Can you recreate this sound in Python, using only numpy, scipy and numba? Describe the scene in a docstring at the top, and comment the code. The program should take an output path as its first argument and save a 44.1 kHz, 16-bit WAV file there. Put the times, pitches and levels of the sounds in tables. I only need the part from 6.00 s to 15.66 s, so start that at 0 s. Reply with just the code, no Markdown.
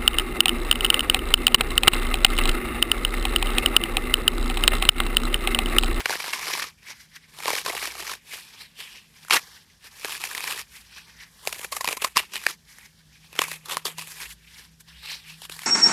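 """Brittle foam under a thumb

A thumb presses into dry foam held close to a phone in a quiet room. Collapsing cells crackle as patchy
noise bursts through damped modes; larger walls snap as short tears that ring the light block. Skin
brushes the surface between presses, over rumble and hiss of shaped noise and two wavering sine hums."""
import sys
import numpy as np
from scipy import signal
from scipy.fft import rfft, irfft, next_fast_len
from scipy.io import wavfile
from scipy.ndimage import uniform_filter1d
from numba import njit

SR = 44100
rng = np.random.default_rng(int(sys.argv[2]) if len(sys.argv) > 2 else 0)


def int16_out(signal):
    """Quantize to a 16-bit WAV file."""
    q = np.round(np.clip(np.atleast_2d(signal).T, -1, 1) * 32767)
    wavfile.write(sys.argv[1], SR, q.astype(np.int16))


N = 426006

# bright modes shared by crackle and snaps: centre f/Hz, bandwidth/Hz, relative level/dB
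FIZZ_MODES = [(7160, 3430, -2), (10070, 2440, -1.5), (11930, 4600, -3)]


def undb(db):
    """Decibel law: the amplitude gain of a level in dB."""
    return 10 ** (np.asarray(db) / 20)


def unit(x):
    """Normalization of mean power: scale to rms 1 along the last axis."""
    return x / np.sqrt(np.mean(x ** 2, axis=-1, keepdims=True))


def curves(table):
    """Linear interpolation: each column after the time becomes one value a sample."""
    s, *columns = np.transpose(table)
    return [np.interp(np.arange(N) / SR, s, column) for column in columns]


def resonance(f, hz, width_hz):
    """Damped oscillator: causal frequency response of one mode, gain 1 at its centre."""
    return 1j * f * width_hz / (hz ** 2 - f ** 2 + 1j * f * width_hz)


def ring(x, modes, order=1):
    """Modal superposition: modes of alternating sign; a higher order darkens the skirts."""
    f = np.fft.rfftfreq(x.shape[-1], 1 / SR)
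    response = 0
    for k, (hz, width_hz, db) in enumerate(modes):
        response = response + (-1) ** k * undb(db) * resonance(f, hz, width_hz) ** order
    return irfft(rfft(x) * response, x.shape[-1])


def walk(rate):
    """Slow random modulation: levels held 1 / rate s, smoothed twice, scaled to rms 1."""
    hold = int(SR / rate)
    steps = np.repeat(rng.standard_normal(N // hold + 1), hold)
    return unit(uniform_filter1d(uniform_filter1d(steps, hold), hold)[:N])


def contact():
    """Incoherent sources add in power: crackle, body and fizz levels in dB, and air pocket Hz."""
    # presses, three sustained and one brief sharp crunch, each a contour of the crackle: t/s, level/dB
    presses = [
        [(0.0, -35), (0.036, -45), (0.111, -28), (0.177, -38), (0.336, -32), (0.397, -36), (0.509, -28.5),
         (0.62, -32), (0.682, -42), (0.746, -70)],
        [(1.277, -60), (1.498, -27.5), (1.59, -30), (1.635, -43.5), (1.677, -30), (1.724, -37), (1.859, -30),
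         (1.932, -44.5), (1.98, -36), (2.141, -36.5), (2.19, -62)],
        [(3.296, -66), (3.309, -25.5), (3.325, -23.5), (3.34, -18.5), (3.372, -23.5), (3.378, -40.5),
         (3.393, -35.5), (3.4, -50.5)],
        [(3.91, -55), (4.052, -39.5), (4.139, -34), (4.195, -41.5), (4.242, -32.5), (4.309, -40), (4.361, -36),
         (4.4, -38), (4.517, -31.5), (4.56, -40.5), (4.599, -31.5), (4.669, -71)],
    ]
    # colour of each press: body re crackle/dB, fizz re crackle/dB, air pocket f/Hz
    press_colour = [(-10, -8, 2124), (-8.5, -6.5, 2190), (-5.5, -5, 2770), (-9.5, -4.5, 2590)]
    # short touches, from a soft brush of skin to a lump giving way: peak t/s, level/dB, rise/s,
    # fall/s, body re crackle/dB, fizz re crackle/dB, air pocket f/Hz
    short_touches = [(0.902, -35.5, 0.072, 0.051, -13, -10.5, 2040),
                     (1.01, -47, 0.1, 0.09, -22, -7.5, 2050), (1.162, -41.5, 0.046, 0.028, -18, -9, 1720),
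                     (1.24, -54.5, .1, 0.081, -26, -14, 1900), (2.337, -36, 0.09, .16, -13.5, -5.5, 2590),
                     (2.54, -47, .3, .1, -11.5, -11, 2500), (2.617, -42, 0.067, 0.074, -12.5, -7, 4150),
                     (2.8, -40, 0.048, 0.2, -15.5, -6, 3200), (2.96, -46, 0.2, 0.1, -10.5, -10, 2840),
                     (3.161, -53, 0.071, 0.79, -13.5, -11, 2580), (3.26, -56.5, .3, 0.28, -9, -1, 2580),
                     (3.41, -47, .05, 0.28, -8.5, -6, 2450), (3.562, -45.5, .25, 0.088, -21, -12, 2360),
                     (3.714, -58.5, 0.1, 0.073, -23, -13, 2490), (3.858, -42, 0.042, 0.057, -11, -6, 2600),
                     (4.763, -44, .11, 0.13, -15.5, -4.5, 2140),
                     (4.982, -42.5, 0.16, 0.092, -17, -12.5, 2580),
                     (5.099, -48, 0.12, 0.079, -12.5, -12, 2110), (5.227, -44, .11, 0.074, -17, -11, 1830),
                     (5.439, -53, 0.31, .1, -10, -7, 2200), (5.482, -37.5, 0.047, .05, -5, 0.5, 2490),
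                     (5.55, -45, .1, 0.22, -10, -1, 2470), (5.644, -42.5, 0.31, 0.058, -8.5, -1.5, 2485),
                     (5.767, -34, 0.039, 0.032, -6.5, 1, 2540), (5.888, -43, 0.18, .1, -7, -0.5, 2500),
                     (5.925, -31.5, 0.085, .035, -6.5, -2, 2540),
                     (6.042, -36.5, 0.06, 0.071, -6, -0.5, 2640),
                     (6.176, -19, 0.014, 0.039, -7.5, -6.5, 2800),
                     (6.24, -46.5, 0.13, 0.081, -8, -6.5, 2770), (6.355, -32, 0.038, 0.058, -8, -4, 2930),
                     (6.505, -33.5, 0.15, .04, -10.5, -5, 2524), (6.696, -51, 0.04, 0.29, -19, -4, 1980),
                     (6.863, -50.5, 0.24, 0.03, -11.5, -5.5, 1910),
                     (7.006, -57.5, 0.11, 0.15, -19.5, -13, 2190),
                     (7.152, -54, 0.082, 0.14, -23, -11, 2570), (7.251, -52, 0.058, 0.04, -10, -9, 2700),
                     (7.365, -47.5, 0.079, .1, -6.5, -16, 2780), (7.422, -27, 0.045, 0.04, -7, -3.5, 2600),
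                     (7.537, -38.5, .2, .06, -10, -1.5, 2660), (7.72, -34.5, 0.061, 0.088, -2, -2, 3500),
                     (7.859, -31.5, 0.0095, 0.065, -4, 0, 3400), (7.993, -36, 0.027, .085, -9, -3.5, 2800),
                     (8.112, -42, 0.12, 0.094, -12.5, 0, 2550), (8.226, -35.5, .12, 0.074, -14, -3.5, 2520),
                     (8.327, -41.5, 0.13, 0.02, -20.5, -2, 2305),
                     (8.602, -44.5, 0.23, 0.13, -19, -7.5, 2110),
                     (8.808, -45.5, 0.015, 0.014, -20, -1.5, 2190),
                     (8.888, -45.5, .025, 0.087, -20, -13.5, 2260),
                     (8.96, -52.5, .1, 0.1, -17.5, -12, 3000), (9.035, -46.5, .015, 0.26, -7, -7, 3720),
                     (9.12, -35, 0.13, 0.095, -17, -9.5, 4080), (9.303, -41.5, 0.088, 0.094, -18, -8, 2710),
                     (9.442, -40, 0.083, .04, -19.5, -5, 2320), (9.518, -40.5, 0.024, 0.2, -17, -4, 2280),
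                     (9.659, -38, 0.15, .1, -19, -6, 2170)]
    # the hand just holds the block: level/dB, body re crackle/dB, fizz re crackle/dB, air pocket f/Hz
    resting_db, *resting_colour = (-63.5, -23, -6, 2302)
    slope_db = 20  # change of level over one rise or fall time
    t = np.arange(0, N / SR + .002, .002)

    touches = []
    for press, colour in zip(presses, press_colour):
        press_db = np.interp(t, *np.transpose(press), left=-120, right=-120)
        touches.append((press_db, *colour))
    for s, db, rise, fall, *colour in short_touches:
        span = np.clip(np.where(t < s, rise, fall), .005, 2)
        touches.append((db - slope_db * np.abs(t - s) / span, *colour))
    touches.append((resting_db + 0 * t, *resting_colour))

    power = undb([touch[0] for touch in touches]) ** 2
    body_db, fizz_db, hz = np.transpose([touch[1:] for touch in touches])
    levels = [10 * np.log10(undb(db) ** 2 @ power) for db in (0 * hz, body_db, fizz_db)]
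    # the loudest touch weighs most in the pocket's pitch
    pocket_hz = hz @ power / power.sum(axis=0)
    return curves(np.transpose([t, *levels, pocket_hz]))


@njit
def sweep(x, hz, sharpness):
    """Time-varying resonance: a state-variable band-pass whose centre moves, gain 1 there."""
    y, band, low, damping = np.empty(len(x)), 0., 0., 1 / sharpness
    for i in range(len(x)):
        g = np.tan(np.pi * hz[i] / SR)
        v = (band + g * (x[i] - low)) / (1 + g * (g + damping))
        band = 2 * v - band
        low = low + 2 * g * v
        y[i] = damping * v
    return y


def patchy(x, modes, quick_db, slow_db):
    """Varying modal excitation: breaks drive modes unevenly, and the grip shifts them slowly."""
    size = next_fast_len(N)
    f, spectrum, out = np.fft.rfftfreq(size, 1 / SR), rfft(x, size), 0
    for k, (hz, width_hz, db) in enumerate(modes):
        part = irfft(spectrum * resonance(f, hz, width_hz) ** 2, size)[:N]
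        mode_db = db + quick_db * walk(120) + slow_db * walk(10)
        out = out + (-1) ** k * part * undb(mode_db)
    return unit(out)


def cells(crackle_db, body_db, fizz_db, pocket_hz):
    """Random impulsive excitation: bursting cells, with decaying lumps as the thumb digs in."""
    # modes of the body, then of the crackle: centre f/Hz, bandwidth/Hz, relative level/dB
    body_modes = [(449, 324, 1), (797, 400, -2.5), (1172, 720, 5)]
    crackle_modes = [(1722, 730, 1.5), (2353, 1100, 9), (3000, 3500, -0.5), (5650, 2330, 0)]
    digging = np.clip((body_db + 62.5) / 14, 0, 1)

    # about 130 lumps a second, each trailing off with a time constant of 1.1 ms
    starts = (rng.random(N) < 130 / SR) * undb(0.4 * rng.exponential(size=N))
    lumps = signal.lfilter([1], [1, -np.exp(-1 / (0.0011 * SR))], starts)
    grain_db = 1.66 * rng.exponential(size=N) + 2.8 * walk(45)
    grain = rng.standard_normal(N) * undb(grain_db)
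    bursts = grain * (1 + (.2 + 1.5 * digging) * lumps)
    # even out the power over 40 ms, so the contact levels set the loudness
    bursts = bursts / np.sqrt(uniform_filter1d(bursts ** 2, SR // 25))

    pocket = unit(sweep(bursts, pocket_hz, 6.6))
    crackle = unit(patchy(bursts, crackle_modes, quick_db=2.2, slow_db=1.1) + .55 * pocket)
    body = patchy(bursts, body_modes, quick_db=3.0, slow_db=0.66)
    fizz = patchy(bursts, FIZZ_MODES, quick_db=-0.04, slow_db=0.03)
    return crackle * undb(crackle_db) + body * undb(body_db) + fizz * undb(fizz_db)


def room():
    """Shaped noise and frequency modulation: low rumble, faint hiss and two wavering hums."""
    # noise spectrum: f/Hz, relative density/dB per Hz
    noise_spectrum = np.array([(25, -30), (45, -2), (90, -4), (130, -6), (210, -4.5), (300, -17),
                               (700, -22.5), (1800, -32), (6000, -23), (14000, -40.5)])
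    # levels of the two hums before their swells: t/s, low hum level/dB, upper hum level/dB
    hum_levels = [(0.0, -67, -70), (0.44, -65, -60), (0.81, -72, -74), (1.2, -76, -64.5), (2.02, -59, -68),
                  (2.52, -89.5, -69.5), (4.59, -64, -67), (6.05, -67, -71), (6.62, -65, -67.5),
                  (7.74, -74, -54), (8.0, -81, -51.5), (8.28, -58.5, -62), (9.34, -65, -58),
                  (9.65, -64, -64)]
    noise_db = -62.5
    hum_hz, waver_hz = (59, 160), (1.5, 2.5)  # mean pitch and rms deviation of each hum

    size = next_fast_len(N)
    f = np.fft.rfftfreq(size, 1 / SR)
    table_hz, table_db = noise_spectrum.T
    colour = undb(np.interp(np.log(f + 1), np.log(table_hz), table_db))
    noise = irfft(rfft(rng.standard_normal(size)) * colour, size)[:N]
    out = unit(noise) * undb(noise_db)
    for db, hz, deviation_hz in zip(curves(hum_levels), hum_hz, waver_hz):
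        phase = 2 * np.pi * np.cumsum(hz + deviation_hz * walk(11)) / SR
        # the hums come in short swells
        swell = unit(undb(3.2 * walk(15)))
        out = out + np.sqrt(2) * np.sin(phase) * swell * undb(db)
    return out


def snaps(rows, bright_db):
    """Impulsive modal excitation: a tearing burst rings the block, its cavity, a thud and a fizz."""
    # modes of the block, then of the thud: centre f/Hz, bandwidth/Hz, relative level/dB
    block_modes = [(574, 810, -2.5), (1070, 390, 9), (1910, 1060, 4.5), (2220, 2300, -1.5), (3700, 550, -7),
                   (5060, 2700, -3.5)]
    thud_modes = [(153, 130, -12), (422, 280, 6), (827, 610, 6)]
    # louder snaps are darker: fizz re main break at the pivot level, and its change per dB of peak
    pivot_fizz_db, pivot_db, fizz_per_db = -4, -24.5, -0.46
    fizz_follow = 0.91  # share of the crackle's brightness at that moment that a snap takes on
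    size, lead = 2048, 384  # samples in one snap, and before its main break

    s, peak_db, hz, thud_db, fall_ms = np.transpose(rows)[:, :, None]
    start = (s * SR).astype(int)
    fizz_db = pivot_fizz_db + fizz_per_db * (np.maximum(peak_db, -35) - pivot_db)
    fizz_db = fizz_db + fizz_follow * bright_db[start]
    ms = (np.arange(size) - lead) * 1000 / SR
    fall_ms = np.clip(fall_ms, .2, 15)
    # a slow tear also builds up slowly
    shape = np.exp(-np.abs(ms) / np.where(ms < 0, 0.12 + 0.38 * fall_ms, fall_ms))

    chance = rng.random((len(s), 3, size))
    # the tear is a run of uneven jolts around one main break; dust hisses out more evenly
    tear = shape * (2 * chance[:, 0] - 1) * undb(-3.0 * np.log(chance[:, 1] + 1e-9))
    tear[:, lead] += 4.0
    dust = shape ** 0.66 * (2 * chance[:, 2] - 1)

    f = np.fft.rfftfreq(size, 1 / SR)
    cavity = irfft(rfft(tear) * resonance(f, hz, 0.18 * hz), size)
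    main = unit(unit(ring(tear, block_modes)) + 1.53 * unit(cavity))
    thud = unit(ring(tear, thud_modes, order=2))
    fizz = unit(ring(dust, FIZZ_MODES, order=2))
    sound = main + undb(thud_db) * thud + undb(fizz_db) * fizz

    # the peak level is the highest rms over 130 samples, about 3 ms
    top = np.sqrt(uniform_filter1d(sound ** 2, 130).max(axis=1, keepdims=True))
    out = np.zeros(N + 2 * size)
    np.add.at(out, start + np.arange(size), sound / top * undb(peak_db))
    return out[lead:lead + N]


def small_snaps(body_db):
    """Random point process: lesser snaps fade out unless the thumb digs in; rows suit snaps()."""
    count, low_hz, high_hz = 300, 1064, 3460
    over_body_db, mean_extra_db = 8, 2.5  # least level over the body, and mean random excess
    mean_thud_db, mean_fall_ms = -12, 2
    dig_threshold_db, top_db = -54, -24  # body level below which they fade; their loudest level

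    when, size, pitch, thud, fall = rng.random((count, 5)).T
    dig_db = body_db[(when * N).astype(int)]
    fade_db = 3 * np.minimum(dig_db - dig_threshold_db, 0)
    peak_db = dig_db + fade_db + over_body_db - mean_extra_db * np.log(1 - size)
    hz = low_hz * (high_hz / low_hz) ** pitch
    return np.transpose([when * N / SR, np.minimum(peak_db, top_db), hz,
                         2 * thud * mean_thud_db, mean_fall_ms * (.5 + fall)])


def scene():
    """Linear superposition: crackling cells and snapping walls over the room."""
    # the clearest snapping walls: t/s, peak level/dB, cavity f/Hz, thud re main break/dB, fall/ms
    clear_snaps = [(0.005, -24.5, 2460, -5, 1.4), (0.058, -14, 2090, -11, 2.1),
                   (0.096, -20, 1730, -3.5, 1.1), (0.106, -20.5, 850, -9, 0.43),
                   (0.136, -24.5, 1540, -6, 0.83), (0.155, -24, 1800, -4.5, 1.6),
                   (0.202, -25.5, 2330, -10, 4.7), (0.222, -32, 2280, -19, 4.8),
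                   (0.242, -27, 1770, -6.5, 2.1), (0.262, -31, 4270, -22, 1.3), (0.281, -28, 925, -22, 2.4),
                   (0.334, -20.5, 2130, -34, 4.5), (0.359, -32, 1000, -30, 7.4),
                   (0.429, -30, 1830, -32, 4.8), (0.47, -27, 2000, -7, 1.4), (0.5, -28, 990, -22, 2.5),
                   (0.552, -26, 1000, -30, 1.6), (0.576, -29, 2170, -6, 1), (0.597, -25, 1870, -29, 1.7),
                   (0.622, -25.5, 1830, -30, 2.7), (0.642, -30, 1190, -30, 3.4),
                   (1.388, -35.5, 3360, -4, 1.1), (1.403, -32, 2170, -3, 2.2), (1.435, -32, 2150, -30, .87),
                   (1.457, -22, 2080, -1.5, 1.4), (1.48, -17.5, 1010, -6.5, 2.6),
                   (1.487, -22.5, 930, 1, 1.3), (1.504, -20, 2130, 2, 1.1), (1.533, -22, 2140, 1, 1.4),
                   (1.553, -23, 2080, -13, 1.3), (1.579, -30, 2110, -30, 2), (1.663, -20.5, 1020, -18, 4),
                   (1.68, -26.5, 1000, -30, .9), (1.7, -24.5, 2170, -2.5, 4.5), (1.734, -33, 710, -7, 3.6),
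                   (1.75, -28.5, 2220, -2.5, 2.6), (1.827, -28, 2130, -6, 4.8),
                   (1.844, -32.5, 1020, -32, 3.7), (1.996, -33.5, 1230, -14, 2.6),
                   (2.024, -35.5, 2990, -2, 2.3), (2.096, -28.5, 1240, -33, 3.8),
                   (2.116, -27.5, 1140, -35, 2.4), (2.137, -29.5, 1750, -17, 2.2),
                   (2.79, -44.5, 3370, -6.5, 5.9), (2.811, -39, 1930, -34, 1.3),
                   (3.249, -42, 1440, -10, 0.93), (3.284, -36, 1410, -20, 2), (3.299, -27, 1010, -24, 0.99),
                   (3.309, -10, 2540, -23, 1.5), (3.325, -16.5, 2500, -20, 1.4),
                   (3.332, -17.5, 2600, -23, 0.84), (3.338, -20, 1050, -30, 0.91),
                   (3.368, -16.5, 1920, -16, 6.7), (4.047, -22, 2380, -4.5, 1.2),
                   (4.122, -29.5, 2540, -30, 3.4), (4.239, -22, 2450, -11.5, 2.2),
                   (4.313, -29, 1790, -24, 1.1), (4.35, -24, 1830, -12, 1.2), (4.379, -25, 2390, -23, 2.6),
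                   (4.406, -26.5, 2390, -27, 1.0), (4.441, -24, 2380, -19, 0.79),
                   (4.476, -25.5, 2450, -17, 6.2), (4.51, -27, 2520, -30, 1), (4.524, -26, 2500, -13, 3.1),
                   (4.577, -31.5, 1980, -26, 2), (4.601, -35, 2660, -25, 2.6),
                   (4.982, -39.5, 1700, -28, 5.1), (5.453, -40, 1100, -13, 0.54),
                   (5.474, -17, 2450, -3, 1.1), (5.527, -25, 2530, -10, 2.6), (5.594, -32.5, 2410, -3, 1.0),
                   (5.614, -34.5, 2500, -13, 1.8), (5.646, -26, 2350, -8, 4),
                   (5.724, -24.5, 1080, -11, 6.1), (5.767, -24, 1130, -7, 1.9),
                   (5.81, -22.5, 1050, -12, 3.8), (5.845, -20.5, 1030, -11, 1.6),
                   (5.855, -26, 2520, -30, .77), (5.876, -17.5, 2400, -7.5, 2.2),
                   (5.888, -19, 2450, -7, 2.4), (5.91, -28.5, 2420, -1, 2), (5.928, -22.5, 2520, -6, 1.2),
                   (5.971, -27.5, 1050, -31, 3.6), (6.021, -23, 2500, -8.5, 4.4),
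                   (6.046, -14, 1114, -13.5, 4.2), (6.162, -23, 1160, -26, 4.8),
                   (6.17, -8, 1084, -41, 0.99), (6.196, -30, 2480, -28, 2), (6.342, -32, 2730, -23, .88),
                   (6.357, -23.5, 2980, -23, 0.68), (6.438, -36, 1980, -23, 2),
                   (6.466, -10, 1910, -16, 1.27), (6.785, -41, 1770, -12, 2.3),
                   (7.329, -39.5, 2440, -4, 1.6), (7.354, -37.5, 2620, -5, 2.1),
                   (7.391, -11.5, 2490, -7, 1.7), (7.418, -15, 1090, -16, 0.84),
                   (7.439, -25.5, 2520, -32, 2.9), (7.482, -32.5, 1030, -23, 4.5),
                   (7.516, -26.5, 2080, -11, 3.4), (7.658, -35.5, 4160, -30, 4), (7.696, -29, 2050, -30, 2),
                   (7.711, -28, 3010, -32, 4.1), (7.733, -29.5, 1050, -23, 4.3),
                   (7.77, -17.5, 1050, -13, .62), (7.778, -33, 1360, -16, 2.5),
                   (7.854, -21.5, 4600, -5, 3.8), (7.984, -30.5, 1000, -26, 3.8),
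                   (8.021, -36, 1100, -15, 5.3), (8.073, -37, 2560, -9, 2.6), (9.419, -36, 3150, -6, 2.3),
                   (9.452, -36.5, 2780, -16, 4.4), (9.497, -31.5, 2480, -7, 2.2),
                   (9.522, -34, 3730, -31, 1.6), (9.565, -39, 4640, -25, 2.2),
                   (9.592, -31.5, 2190, -24, 1.5), (9.619, -35, 2990, -20, 1.8),
                   (9.634, -34, 2100, -14, 2.3)]
    crackle_db, body_db, fizz_db, pocket_hz = contact()
    all_snaps = np.vstack([clear_snaps, small_snaps(body_db)])
    breaks = snaps(all_snaps, fizz_db - crackle_db)
    return (cells(crackle_db, body_db, fizz_db, pocket_hz) + breaks + room())[None]


def record(dry):
    """Saturation and band limiting: peaks are rounded; treble is lower above 13.9 kHz, absent above 15.9 kHz."""
    shelf_hz, shelf_db, top_hz = 13900, 13, 15900
    shelf = signal.ellip(6, .2, shelf_db, shelf_hz, fs=SR, output="sos")
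    top = signal.ellip(12, .2, 100, top_hz, fs=SR, output="sos")
    rounded = dry / (1 + (np.abs(dry) / .82) ** 6) ** (1 / 6)
    return signal.sosfilt(top, signal.sosfilt(shelf, rounded))


dry = scene()
out = record(dry)
int16_out(out)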